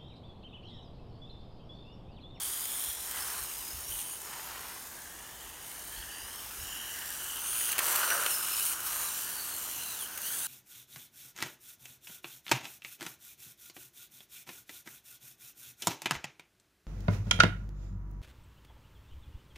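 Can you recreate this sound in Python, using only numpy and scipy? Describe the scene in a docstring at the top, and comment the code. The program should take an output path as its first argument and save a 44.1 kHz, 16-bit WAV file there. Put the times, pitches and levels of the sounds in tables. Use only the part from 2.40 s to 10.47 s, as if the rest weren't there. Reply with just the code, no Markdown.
"""A small electric toy car races away over concrete while light wind bumps the microphone.
Its plastic gears whine and rasp, louder under load and softer off the throttle. About 2 s in, the
tyres roar on the grit as it turns in the far yard, and a house wall adds a sweeping echo.
It comes back, growing louder, and passes close at 5.5 s, knocking over joints in the slabs.
By then the breeze has eased, and the car circles a patio and draws away."""
import sys
import numpy as np
from scipy import signal
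from scipy.fft import rfft, irfft, next_fast_len
from scipy.io import wavfile
from scipy.ndimage import uniform_filter1d, map_coordinates

SR = 44100
rng = np.random.default_rng(int(sys.argv[2]) if len(sys.argv) > 2 else 0)


def put_to_file(sound):
    """Save the sound as 16-bit audio at rate SR, in the file named by the first command-line argument."""
    columns = np.atleast_2d(sound).T  # one column per channel
    safe = np.clip(columns, -1, 1)
    whole_steps = np.round(safe * 32767)
    wavfile.write(sys.argv[1], SR, whole_steps.astype(np.int16))


N = 355887


def amp(db):
    """Turn decibels into a gain."""
    return 10 ** (np.asarray(db) / 20)


def unit(x):
    """Scale a signal to an average (rms) size of 1."""
    return x / np.sqrt(np.mean(x ** 2) + 1e-20)


def along(points, hz):
    """Read between (frequency, value) points on a log frequency axis."""
    f, values = np.transpose(points)
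    return np.interp(np.log(hz + 1), np.log(f), values)


def curves(rows):
    """Join (time, values..) rows with straight lines: one curve per value column."""
    times, *columns = np.transpose(rows)
    return [np.interp(np.arange(N) / SR, times, column) for column in columns]


def spells(rows, rise_s, fall_s):
    """Each (start, length, values..) row rises, holds and falls: one sum per value column."""
    t = np.arange(N) / SR
    ramps = [np.minimum((t - s) / rise_s, 1 - (t - s - length) / fall_s) for s, length, *_ in rows]
    return np.array(rows)[:, 2:].T @ np.clip(ramps, 0, 1)


def wobble(rate):
    """A smooth random curve through `rate` new values a second."""
    return map_coordinates(rng.standard_normal(int(N * rate / SR) + 4), [np.arange(N) * rate / SR])


def filtered(x, response):
    """Give each frequency in x the gain response(hz)."""
    size = next_fast_len(N + SR // 4)
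    return irfft(rfft(x, size) * response(np.fft.rfftfreq(size, 1 / SR)), size)[:N]


def coloured(x, spectrum):
    """Give x a tone colour (which pitches are strong), at size 1."""
    return unit(filtered(x, lambda hz: amp(along(spectrum, hz))))


def noise():
    """Plain white noise."""
    return rng.standard_normal(N)


def band(centre_hz, width_hz):
    """A tone blurred into a narrow band of noise, at size 1."""
    blur = [filtered(noise(), lambda hz: 1 / (1 + (hz / (1.02 * width_hz)) ** 2) ** 1.58)
            for _ in range(2)]
    phase = 2 * np.pi * np.cumsum(centre_hz * np.ones(N)) / SR
    return unit(blur[0] * np.cos(phase) + blur[1] * np.sin(phase))


# tone colours of the distant hush and of wind on the microphone: f/Hz, level/dB
HUSH_COLOUR = [(20, -23.5), (55, -3.5), (100, 2.5), (200, -0.5), (350, 1.5), (550, -2), (900, 3),
               (1400, -5.5), (2500, -10), (5000, -11), (16000, -46)]
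WIND_COLOUR = [(15, -28), (35, -6.5), (55, 3), (90, -8), (160, -22), (400, -61)]
# puffs of wind: t/s, level/dB
PUFFS = [(.02, -59), (.47, -53), (.75, -57), (.99, -52), (1.18, -58), (1.33, -47.5), (1.49, -46),
         (3.56, -50), (3.82, -58), (4.18, -40.5)]

def outdoors(hush_db=-55, breeze_db=-64, ease_at_s=4.95, ease_db=5, puff_s=0.021):
    """A distant hush, a breeze that eases, and puffs that swell and die on the microphone."""
    t = np.arange(N) / SR
    eased = np.clip(2 * (t - ease_at_s), 0, 1)
    wind = amp(breeze_db + 2 * wobble(5.5) - ease_db * eased)
    for s, db in PUFFS:
        age = np.maximum(t - s, 0) / puff_s
        wind = wind + amp(db - 1) * age * np.exp(1 - age)
    return amp(hush_db) * coloured(noise(), HUSH_COLOUR) + wind * coloured(noise(), WIND_COLOUR)


# how long the yard's echo takes to fade by 60 dB: f/Hz, t/s
YARD_FADE = [(200, 0.36), (2000, 0.3), (12000, 0.09)]

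def yard_echo(x):
    """Fences and buildings send back a short, blurred echo."""
    hz, t, slices = signal.stft(rng.standard_normal(SR // 2), SR, nperseg=256)
    fade = amp(-60 * t / along(YARD_FADE, hz)[:, None])
    tail = signal.istft(slices * fade, SR, nperseg=256)[1]
    late_tail = np.pad(tail, (SR // 100, 0)) / np.linalg.norm(tail)
    return signal.fftconvolve(x, late_tail)[:N]


# the lag of the wall's echo, longest in the far yard: t/s, delay/s
WALL_DELAY = [(0, 0.00063), (.6, .00054), (1.1, 0.00074), (1.7, 0.0024), (2.4, 0.002), (4.3, 0.00071),
              (5.2, .00063), (6.1, 0.000725), (8.07, .00064)]

def wall_echo(x, gain=0.24, dull_hz=11000):
    """A rough wall scatters the treble and returns the rest; the changing lag makes a sweep."""
    delay_s, = curves(WALL_DELAY)
    echo = filtered(x, lambda hz: 1 / np.sqrt(1 + (hz / dull_hz) ** 4))
    return gain * map_coordinates(echo, [np.arange(N) - delay_s * SR])


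# how far the car is from the microphone: t/s, distance/m
PATH = [(0, 3.64), (.5, 4.63), (1.2, 6.18), (2, 9.4), (2.7, 13.2), (3.95, 8.16), (4.4, 5.6), (4.95, 4.48),
        (5.5, 2), (6.2, 2.57), (6.7, 3.4), (7.25, 4.5), (8.07, 6)]

def distance_db():
    """Sound thins out with distance: 0 dB at 1 m, less farther off."""
    return -20 * np.log10(curves(PATH)[0])


def heading(scale_m_per_s=3):
    """Near +1 while the car comes quickly closer, near -1 while it races away."""
    closing_speed = -np.gradient(curves(PATH)[0]) * SR
    return np.tanh(uniform_filter1d(closing_speed, size=SR // 3) / scale_m_per_s)


# the tyres scrub in the turns: t/s, length/s, extra level/dB
TURNS = [(.62, 0.32, 9), (1.8, .48, 10.5), (5.28, 0.49, 10.5), (6.42, 0.15, 7)]
# a low, hollow hum as the car passes closest: t/s, level/dB
CLOSE_HUM = [(5.2, -100), (5.42, -52), (5.68, -51), (5.78, -43.5), (5.87, -47.5), (6.1, -100)]
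# tone colour of the tread on concrete: f/Hz, level/dB
TREAD_COLOUR = [(150, -38), (350, -14.5), (750, -5.5), (1050, 0), (1550, -3.5), (2100, -5), (2900, -10),
                (4000, -12), (6000, -13), (12000, -38)]

def tyres(roll_db=-43, falloff=0.74, hum_hz=590):
    """The tread patters over grit and roars in the turns; a hollow hum joins in close by."""
    scrub_db, = spells(TURNS, rise_s=0.13, fall_s=0.22)
    hum_db, = curves(CLOSE_HUM)
    patter = noise() * amp(2.5 * wobble(500) + wobble(70))
    roar_db = roll_db + scrub_db + falloff * distance_db()  # fades more slowly than the gears
    return amp(roar_db) * coloured(patter, TREAD_COLOUR) + amp(hum_db) * band(hum_hz, width_hz=170)


# wheels hit joints and grit: t/s, level/dB, the thump's extra level/dB
KNOCKS = [(.2543, -21, -35), (.7108, -19, -36), (5.208, -20, -14), (5.2905, -20, -19), (5.317, -13.5, -35),
          (5.328, -19, -13), (5.381, -13.5, -19), (5.3895, -11, -13.5), (5.558, -10.5, -32),
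          (5.703, -18, -8.5), (5.8621, -18.5, -4.5), (7.7752, -21.5, -18), (7.8758, -24, -26)]
# tone colour of the plastic shell: f/Hz, level/dB
SHELL_COLOUR = [(150, -31), (400, -6.5), (1200, -7), (2500, 5.5), (4000, -8), (9000, -17)]

def knocks(fade_s=0.032, attack_s=0.00053, click_db=-9, thump_db=2):
    """Each jolt clicks the gear teeth (their colour is further down) and thumps the shell."""
    t = np.arange(SR // 8) / SR
    jolt = amp(-60 * t / fade_s) * (1 - np.exp(-t / attack_s))
    click, thump = np.zeros((2, N + SR))
    for s, db, extra_db in KNOCKS:
        click[round(s * SR):][:len(t)] += amp(db + click_db) * jolt
        thump[round(s * SR):][:len(t)] += amp(db + extra_db + thump_db) * jolt
    return click[:N] * coloured(noise(), TEETH_COLOUR) + thump[:N] * coloured(noise(), SHELL_COLOUR)


# tone colour of the motor's housing: f/Hz, level/dB
MOTOR_COLOUR = [(3000, -26.5), (5000, -6), (5900, -4.5), (6650, 0), (7500, -8), (9000, -8.5), (12000, -30)]

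def motor_hiss(level_db, base_db=-41.5, falloff=0.65):
    """The housing spreads its hiss more evenly than the gears do, so it fades less with distance."""
    return amp(base_db + falloff * level_db) * coloured(noise(), MOTOR_COLOUR)


# a wandering band of noise that swells and fades with the car: t/s, f/Hz, level/dB at 1 m
MID_BAND = [(0, 1607, -69), (2.4, 1670, -39), (2.62, 1706, -33.5), (3.15, 1775, -40.5), (3.6, 1752, -34),
            (4.1, 1574, -40), (4.55, 1855, -35.5), (5.05, 1378, -40.5), (5.4, 1415, -43), (5.72, 1478, -30),
            (5.9, 1402, -38.5), (6.55, 1376, -44), (6.95, 1668, -40.5), (7.3, 1375, -46.5),
            (7.9, 1623, -38)]
# the chassis note sinks as the car drives off: t/s, f/Hz
CHASSIS_NOTE = [(.35, 3347), (.55, 3129), (1.6, 3000), (4.5, 2989), (8.07, 2913)]

def chassis_and_band(spur_angle, load_db, chassis_db=-41.5, nose_db=3.5):
    """The loose chassis rattles once per turn of the spur gear; a lower noise band flutters in step."""
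    note_hz, = curves(CHASSIS_NOTE)
    mid_hz, mid_db = curves(MID_BAND)
    rattle = unit(amp(2 * np.sin(spur_angle) + 1.86 * wobble(120)))
    note = rattle * band(note_hz + 45 * wobble(7), width_hz=340)
    chassis = amp(chassis_db + load_db + nose_db * heading()) * note  # louder nose first
    mid_band = amp(mid_db + distance_db()) * rattle * band(mid_hz, width_hz=380)
    return chassis, mid_band


SPUR_TEETH = 56  # teeth on the big (spur) gear

def clatter(teeth, throb_db, chatter_db):
    """Teeth strike and slide, each at its own strength, harder once per turn of the spur gear."""
    count = np.arange(1, int(teeth[-1]))
    hit_at = np.searchsorted(teeth, count + rng.uniform(-.35, .35, len(count))).clip(0, N - 1)
    blows = np.bincount(hit_at, rng.standard_normal(len(count)), N)
    sliding = 1.46 * noise()
    throb = np.sin(2 * np.pi * teeth / SPUR_TEETH + 0.91 * wobble(25))
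    return (unit(blows) + sliding) * amp(throb_db * throb + chatter_db * wobble(420))


# tone colours of the plastic teeth and of the case around them: f/Hz, level/dB
TEETH_COLOUR = [(300, -23), (1500, -15), (2300, -7), (4000, -5), (4900, -10.5), (6500, -3), (7700, -3),
                (8800, 1.5), (10400, -1.5), (11800, 1.5), (14500, 1), (16000, -5.5)]
CASE_COLOUR = [(7000, -45), (8000, -28), (8600, 2.5), (9300, 3), (9900, 6.5), (10400, -15), (11500, -23)]

def rasp(teeth, hiss_load_db, case_load_db, hiss_db=-27, case_db=-36, nose_db=-1):
    """Tooth blows hiss directly and ring the gear case; coming nose first hides a little hiss."""
    hiss = coloured(clatter(teeth, throb_db=-0.5, chatter_db=1.9), TEETH_COLOUR)
    ring = coloured(clatter(teeth, throb_db=4, chatter_db=1.5), CASE_COLOUR)
    return amp(hiss_db + hiss_load_db + nose_db * heading()) * hiss + amp(case_db + case_load_db) * ring


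# the teeth bite and the whine sings out: t/s, length/s, extra level/dB
BITES = [(.38, .1, 4), (.77, .16, 13), (1.15, .48, 8), (1.63, .11, 16), (3.5, .95, 4), (3.7, .1, 8),
         (4.98, .3, 9), (5.65, .1, 8), (5.86, .32, 10), (6.2, .11, 10), (6.54, .1, 7), (6.88, .26, 5),
         (7.37, .24, 10.5), (7.8, .32, 9.5)]
# further gear tones: multiple of the tooth rate, level/dB
GEAR_TONES = [(.69, -12.5), (2, -5)]

def whine(tooth_hz, teeth, level_db, base_db=-46.5, width_hz=220, flutter_db=3):
    """Meshing teeth make a tone, blurred by their slack and throbbing with the off-centre spur gear."""
    bite_db, = spells(BITES, rise_s=.06, fall_s=.06)
    core = np.sin(2 * np.pi * teeth + 2 * wobble(90))
    blurred = 0.61 * core + 0.76 * band(tooth_hz, width_hz)
    tone = unit(blurred * amp(flutter_db * wobble(22)))
    for multiple, db in GEAR_TONES:
        tone = tone + amp(db) * band(multiple * tooth_hz, 0.54 * width_hz)
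    # a higher tone sings out only while it crosses the pitch at which the gear case rings
    song = filtered(band(1.43 * tooth_hz, 2 * width_hz), lambda hz: amp(along(CASE_COLOUR, hz)))
    throb = np.sin(2 * np.pi * teeth / SPUR_TEETH)
    throbbing = tone * (1 + 0.27 * throb) + amp(2) * song * (1 + 0.99 * throb)
    return amp(base_db + bite_db + level_db) * throbbing


def drifting(x, depth_db=1.68):
    """The tone colour wanders slowly at random."""
    slices = signal.stft(x, nperseg=512)[2]
    patches = rng.standard_normal(slices.shape)
    for size, axis in (4, 0), (24, 1), (16, 1):  # smooth over pitch, then twice over time
        patches = uniform_filter1d(patches, size, axis)
    return signal.istft(slices * amp(depth_db * unit(patches)), nperseg=512)[1][:N]


# motor speed, as gear teeth meeting per second: t/s, f/Hz
TOOTH_RATE = [(0, 4450), (.15, 4620), (.48, 5680), (.77, 5300), (.9, 5330), (1.22, 4900), (1.55, 5800),
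              (1.72, 6750), (1.9, 5200), (2.7, 3280), (3.2, 3700), (3.78, 4760), (3.93, 5300), (4.45, 5650),
              (4.95, 5800), (5.21, 6880), (5.4, 5900), (5.87, 5850), (5.94, 5200), (6.19, 5230),
              (6.28, 6400), (6.42, 5100), (6.66, 6900), (6.8, 4750), (7.1, 4400), (7.27, 4050),
              (7.44, 4120), (7.58, 3740), (7.65, 2900), (7.77, 2450), (8.07, 4070)]
# the gears work hard: t/s, length/s, then extra level/dB for each of hiss, gear case, chassis
LOADS = [(0, 0.25, .5, 6, 0.5), (.27, 0.24, 2, 4, 8), (.74, 0.28, 1.5, 5.5, -4), (1.47, 0.29, 4, 10.5, 13),
         (1.85, .4, -0.5, -1.5, 6.5), (3.22, 0.36, 3, 2, -1), (3.53, .3, -0.5, 1, 6),
         (4.24, 0.3, -1, -2, 4.5), (5.02, 0.27, 1.5, 6.5, 1.5), (5.41, 0.16, 3, -10, -11),
         (5.87, 0.047, 3.5, 5, 5), (6.15, .16, 2, 2, 2), (6.45, 0.36, 0, 0.5, -4), (7.57, .06, 2, 9, 0),
         (7.8, 0.31, 4.5, 8, 2)]
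# the throttle is let go: t/s, length/s, drop in level/dB
THROTTLE_OFF = [(.55, .17, 1), (1.62, 0.17, 5), (3.11, .09, 1.5), (5.33, 0.073, 4.5), (5.62, 0.24, 0.5),
                (6.34, 0.097, 4.5), (7.66, 0.12, 2.5)]

def gearbox():
    """The motor spins plastic gears that rasp, rattle and whine, softer off the throttle."""
    tooth_hz, = curves(TOOTH_RATE)
    teeth = np.cumsum(tooth_hz) / SR  # how many teeth have met so far
    hiss_load_db, case_load_db, chassis_load_db = spells(LOADS, rise_s=0.042, fall_s=0.042)
    drop_db, = spells(THROTTLE_OFF, rise_s=0.012, fall_s=0.023)
    level_db = distance_db() - drop_db
    gears = rasp(teeth, hiss_load_db, case_load_db)
    motor = motor_hiss(level_db)
    chassis, mid_band = chassis_and_band(2 * np.pi * teeth / SPUR_TEETH, chassis_load_db)
    tone = whine(tooth_hz, teeth, level_db)
    return drifting(amp(level_db) * (gears + chassis) + motor) + mid_band + tone


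def scene(yard_db=-14):
    """The car, its echoes and the open air, the same in both channels."""
    car = gearbox() + tyres() + knocks()
    mono = car + wall_echo(car) + amp(yard_db) * yard_echo(car) + outdoors()
    return np.array([mono, mono])


def record(dry, top_hz=15900):
    """Cut away the very highest treble."""
    return np.array([filtered(x, lambda hz: hz < top_hz) for x in dry])


dry = scene()
out = record(dry)
put_to_file(out)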